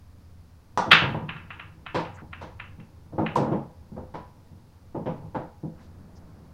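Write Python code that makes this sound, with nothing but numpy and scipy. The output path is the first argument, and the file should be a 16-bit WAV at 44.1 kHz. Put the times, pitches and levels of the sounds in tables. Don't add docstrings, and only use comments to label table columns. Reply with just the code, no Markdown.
import sys
import numpy as np
from scipy import signal
from scipy.fft import rfft, irfft
from scipy.io import wavfile
from scipy.ndimage import uniform_filter1d, minimum_filter1d

SR = 44100
rng = np.random.default_rng(int(sys.argv[2]) if len(sys.argv) > 2 else 0)


def dump(signal):
    limited = np.clip(np.atleast_2d(signal).T, -1, 1)
    pcm = np.round(limited * 32767).astype(np.int16)
    wavfile.write(sys.argv[1], SR, pcm)


N = 287973

SHOT_S = .7753
SIZE = 32768
T, HZ = np.arange(SIZE) / SR, np.fft.rfftfreq(SIZE, 1 / SR)

# frequency in Hz, level in dB.
BOOM_TONE = [(30, -36), (60, -28), (85, -10.5), (150, -6.5), (220, -8.5), (320, -24.5), (600, -35.5),
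             (2000, -77.5)]
WOOD_TONE = [(40, -36.5), (150, -22.5), (320, -4), (520, -4.5), (680, -6), (900, -7), (1200, -14),
             (1700, -18.5), (2500, -33), (4000, -46.5), (12000, -73)]
TICK_TONE = [(200, -23), (1200, 5), (2200, 0), (3300, -3), (5200, -9.5), (6500, -22), (8500, -23.5),
             (12000, -45)]
ROLL_TONE = [(30, -32), (70, 0.5), (110, 7.5), (165, -1.5), (250, -8.5), (500, -13.5), (1000, -20.5),
             (1600, -40), (3000, -43.5), (8000, -55.5)]
# pitch in Hz, width in Hz, boost in dB.
CABINET_NOTES = [(110.8, 15, -1.5), (136, 11.5, 4.5), (150.8, 5.5, 4.5), (163.5, 12, 8.5), (217.2, 14, 7),
                 (310.8, 22, 8), (478.5, 24, 2.5), (511.4, 11, 9.5), (827.7, 26.1, 9.5), (915, 53.7, 8),
                 (989, 12, 9.5), (1049, 7.3, 4.5)]


def clacks(soft_bright=0.96, doubling_db=40.5, direct_db=-23, room_db=-0.5, scatter=0.522):
    # time in seconds, strength in dB.
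    hits = [(0.9083, 27.5), (0.9108, 29.5), (0.9132, 28), (0.9230, 28.5), (.9350, 16.5), (0.943, 10),
            (0.96, 14), (1.285, 10), (1.3583, 0.5), (1.499, 4.5), (1.5904, 2.5), (1.858, 5.5),
            (2.0430, -1.5), (2.3246, 2), (2.5925, 3.5), (2.7925, -14), (3.257, 9.5)]
    # frequency in Hz, level in dB.
    clack_tone = [(60, -37), (300, -29), (600, -20.5), (1000, -3.5), (1500, -5), (2100, -5.5), (2800, -6),
                  (3400, -16.5), (3950, -21.5), (4600, -35), (6000, -61.5), (11000, -83.5)]
    # delay in seconds, level in dB.
    ceiling_echoes = [(.0066, -6.5), (.0081, -5.5), (.0094, -6.5), (0.011, -3)]
    # pitch in Hz, width in Hz, boost in dB.
    echo_peaks = [(1227, 7.7, 7.5), (1394, 59, 5.5), (1660, 20, 5), (1610, 23, 7.5), (1782, 42, 3.5),
                  (2674, 110, 7), (2868, 40.1, -0.5), (2987, 42, 5), (2920, 16, 8)]
    out = np.zeros(N)
    lead = 128
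    ceiling = sum(amp(db) * delay(s) for s, db in ceiling_echoes)
    echo_tone = amp(room_db) * rfft(blow(resonance(echo_peaks), delay(.003)))
    for s, db in hits:
        bright = soft_bright * (1 + amp(db - doubling_db))
        spot = rng.standard_normal(SIZE) * np.exp(-T / 0.00073)
        colour = (1 + scatter * rfft(spot / np.linalg.norm(spot))) / np.hypot(1, scatter)
        paths = amp(direct_db) - ceiling * colour + echo_tone * room_echo()
        pulse = irfft(amp(db) * shape(clack_tone, HZ / bright) * paths)
        add(out, s - lead / SR, np.roll(pulse, lead))
    return out


def cue(strength_db=23, direct_db=-8.5, room_db=-2.5):
    # frequency in Hz, level in dB.
    tip_tone = [(50, -16.5), (170, -1.5), (400, -4), (700, -4.5), (1200, -1.5), (1600, -10), (2300, -22),
                (4000, -22), (6000, -29.5), (8500, -34), (11000, -46), (16000, -60.5)]
    # pitch in Hz, width in Hz, boost in dB.
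    stick_notes = [(513.6, 20, 7), (800.5, 73, 9), (874, 150, 11), (958, 12, 14), (1215, 91, 4.5),
                   (1460, 22, 7), (1921, 28, 10.5), (2820, 40, 1.5), (3470, 40, 12), (5870, 690, 10)]
    out = np.zeros(N)
    paths = amp(direct_db) + amp(room_db) * room_echo()
    add(out, SHOT_S, blow(amp(strength_db) * shape(tip_tone, HZ) * resonance(stick_notes), paths))
    return out


def thumps(wood_db=-11, wood_db_per_octave=7.5):
    # time in seconds, strength in dB, brightness as a factor on frequency.
    hits = [(1.0220, 32, 1.04), (1.061, 26.5, 0.92), (1.146, 29, 1.06), (1.225, 25.5, 0.6),
            (1.285, 20, 0.47), (1.352, 16, 0.45), (2.221, 14.5, 0.86), (2.7850, 16, 0.56),
            (3.919, 20, 0.55), (4.5150, 10.5, 0.55)]
    out, body = np.zeros(N), resonance(CABINET_NOTES)
    for s, db, bright in hits:
        wood = amp(wood_db + wood_db_per_octave * np.log2(bright)) * shape(WOOD_TONE, HZ / bright)
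        tone = body * np.hypot(shape(BOOM_TONE, HZ), wood)
        add(out, s, amp(db) * blow(tone, cabinet_paths(direct_db=-8)))
    return out


def knocks(boom_db=3, boom_db_per_octave=-2, rebound_s=.009, rebound_db=-1.5):
    # time in seconds, strength in dB, brightness factor, tick in dB relative to the knock.
    hits = [(0.863, 18, 0.8, -57), (.9130, 24, 1.24, -13.5), (1.9456, 25, 0.99, -20),
            (1.992, 9.5, 1.17, -21), (2.413, 9, 1.2, -21.5), (3.124, 11.5, 0.64, -45),
            (3.181, 28, 0.74, -44), (3.3570, 25, 0.91, -44), (3.3740, 25.5, 0.72, -46),
            (3.418, 22.5, 0.8, -51), (3.473, 21.5, 0.73, -43), (3.517, 27, 0.64, -34.5),
            (3.966, 13.5, 0.74, -55), (4.1410, 12, 1.08, -26), (4.947, 22.5, 0.59, -42),
            (5.059, 23, 0.67, -27.5), (5.3470, 22, 0.89, -35), (5.632, 17, 0.45, -50)]
    out, body = np.zeros(N), resonance(CABINET_NOTES)
    rebound = amp(rebound_db) * delay(rebound_s)
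    for s, db, bright, tick_db in hits:
        boom = amp(boom_db + boom_db_per_octave * np.log2(bright)) * shape(BOOM_TONE, HZ)
        boards = shape(WOOD_TONE, HZ / bright)
        tick = amp(tick_db) * shape(TICK_TONE, HZ / bright)
        tone = body * np.linalg.norm([boom, boards, tick], axis=0)
        both_contacts = cabinet_paths(direct_db=-17) + rebound * cabinet_paths(direct_db=-17)
        add(out, s, amp(db) * blow(tone, both_contacts))
    return out


def pockets(note_hz=973, rise_s=0.0021, room_db=-5, snap_bright=1.66, snap_lead_s=.0025):
    # time in seconds, then tock, snap and direct path levels in dB.
    drops = [(1.9490, -13, -25, -31), (3.3589, -11.5, -4.5, 0)]
    out, age = np.zeros(N), T / rise_s
    tock = rfft(age * np.exp(1 - age) * np.sin(2 * np.pi * note_hz * T))
    for s, tock_db, snap_db, direct_db in drops:
        paths = amp(direct_db) + amp(room_db) * room_echo()
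        add(out, s, amp(tock_db) * irfft(tock * paths))
        snap = blow(shape(TICK_TONE, HZ / snap_bright), amp(direct_db - 12) + room_echo())
        add(out, s - snap_lead_s, amp(snap_db) * snap)
    return out


def rolling(cloth_db=-51.5, slowing_db_per_s=1.5, rise_db_per_s=76, fall_db_per_s=115):
    # time of the peak in seconds, level in dB.
    fast_runs = [(1.101, -30.5), (3.42, -34), (5.251, -40.5)]
    t = np.arange(N) / SR
    fade = (t > SHOT_S) * amp(cloth_db - slowing_db_per_s * (t - SHOT_S))
    swells = [amp(db - np.maximum(rise_db_per_s * (s - t), fall_db_per_s * (t - s)))
              for s, db in fast_runs]
    rumble = noise(lambda hz: shape(ROLL_TONE, hz) * np.interp(hz, HZ, resonance(CABINET_NOTES)), N)
    return np.linalg.norm([fade, *swells], axis=0) * rumble


def walk(start_s=5.65, rise_s=0.14, level_db=-53.5, bright=1.64):
    fade_in = np.clip((np.arange(N) / SR - start_s) / rise_s, 0, 1)
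    return amp(level_db) * fade_in * noise(lambda hz: shape(ROLL_TONE, hz / bright), N)


def brushes():
    # start in seconds, length in seconds, level in dB, centre in Hz, spread in octaves.
    moves = [(2.138, 0.04, -63, 6860, 0.19), (2.163, 0.061, -49, 1410, 0.53),
             (5.77, 0.069, -59.5, 925.9, 0.84), (5.79, 0.089, -67, 3889, 0.62),
             (6.15, 0.045, -63.5, 5400, 0.22), (5.85, 0.8, -63.5, 463, 0.81)]
    out = np.zeros(N)
    for s, length, db, centre_hz, octaves in moves:
        size = int(length * SR)
        rub = noise(lambda hz: np.exp(-.5 * (np.log2((hz + 1) / centre_hz) / octaves) ** 2), size)
        add(out, s, amp(db) * rub * np.sin(np.linspace(0, np.pi, size)))
    return out


def background(rumble_db=-49.5, swell_db=1.5, swell_hz=5, hiss_db=-64.5):
    # frequency in Hz, relative level in dB.
    rumble_tone = [(20, -6.5), (48, -25.5), (68, -2.5), (88, -1), (120, -11.5), (140, -18), (170, -12),
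                   (200, -19), (260, -19.5), (330, -28), (600, -39.5), (1500, -75)]
    hiss_tone = [(100, 2), (350, -1), (500, 7), (620, 2.5), (1000, 2.5), (1700, -4), (3100, -10.5),
                 (4900, -8), (8000, -16.5), (10500, -14.5), (12500, -17.5), (15800, -16.5)]
    swell = noise(lambda hz: np.exp(-(hz / swell_hz) ** 2), N)
    rumble = amp(rumble_db + swell_db * swell) * noise(lambda hz: shape(rumble_tone, hz), N)
    return rumble + amp(hiss_db) * noise(lambda hz: shape(hiss_tone, hz), N)


def room_echo():
    # centre in Hz, seconds to fade by 60 dB, build-up time in seconds.
    bands = [(59.9, 0.14, 0.003), (152, 0.3, 0.005), (354, 0.29, 0.0028), (786, 0.38, 0.0013),
             (1586, 0.4, 0.0017), (3008, 0.35, 0.003), (5970, 0.31, 0.0026), (13000, 0.12, .002)]
    scatter, out = rfft(rng.standard_normal(SIZE)), np.zeros(SIZE)
    centres = np.log([row[0] for row in bands])
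    for pick, (_, fade_s, build_s) in zip(np.eye(len(bands)), bands):
        band = np.interp(np.log(HZ + 1), centres, pick)
        echo = irfft(scatter * band) * amp(-60 * T / fade_s) * (1 - np.exp(-T / build_s))
        out += echo * np.sqrt(np.mean(band ** 2) / np.sum(echo ** 2))
    return rfft(out)


def cabinet_paths(direct_db, echo_db=-13, echo_s=0.0056, room_db=-2.5):
    return amp(direct_db) + amp(echo_db) * delay(echo_s) + amp(room_db) * room_echo()


def blow(tone, paths):
    log_gain = np.log(np.maximum(tone, 1e-6))
    mirrored = np.r_[log_gain, log_gain[-2:0:-1]]
    push = np.exp(np.conj(signal.hilbert(mirrored)))
    return irfft(push[:len(HZ)] * paths)


def resonance(notes):
    return 1 + sum((amp(db) - 1) / (1 + (2 * (HZ - hz) / width) ** 2) for hz, width, db in notes)


def shape(tone, hz):
    points_hz, db = np.transpose(tone)
    return amp(np.interp(np.log(hz + 1), np.log(points_hz + 1), db))


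def noise(gain, size):
    x = irfft(rfft(rng.standard_normal(size)) * gain(np.fft.rfftfreq(size, 1 / SR)), size)
    return x / x.std()


def delay(s):
    return np.exp(-2j * np.pi * HZ * s)


def amp(db):
    return 10 ** (np.asarray(db) / 20)


def add(mix, s, sound):
    part = mix[max(round(s * SR), 0):][:len(sound)]
    part += sound[:len(part)]


def scene():
    table = cue() + clacks() + thumps() + knocks() + pockets() + rolling()
    return (table + walk() + brushes() + background())[None]


def record(dry, limit=1.0, recovery_db_per_s=900, clip_level=.91, cutoff_hz=15900):
    regained_db = recovery_db_per_s * np.arange(N) / SR
    over_db = 20 * np.log10(np.maximum(abs(dry) / limit, 1))
    held_db = np.maximum.accumulate(over_db + regained_db, axis=1) - regained_db
    gain = uniform_filter1d(minimum_filter1d(amp(-held_db), size=21), size=21)
    clipped = np.clip(dry * gain, -clip_level, clip_level)
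    low_pass = signal.firwin(511, cutoff_hz, window=("kaiser", 9), fs=SR)
    return signal.oaconvolve(clipped, low_pass[None], "same")


dry = scene()
out = record(dry)
dump(out)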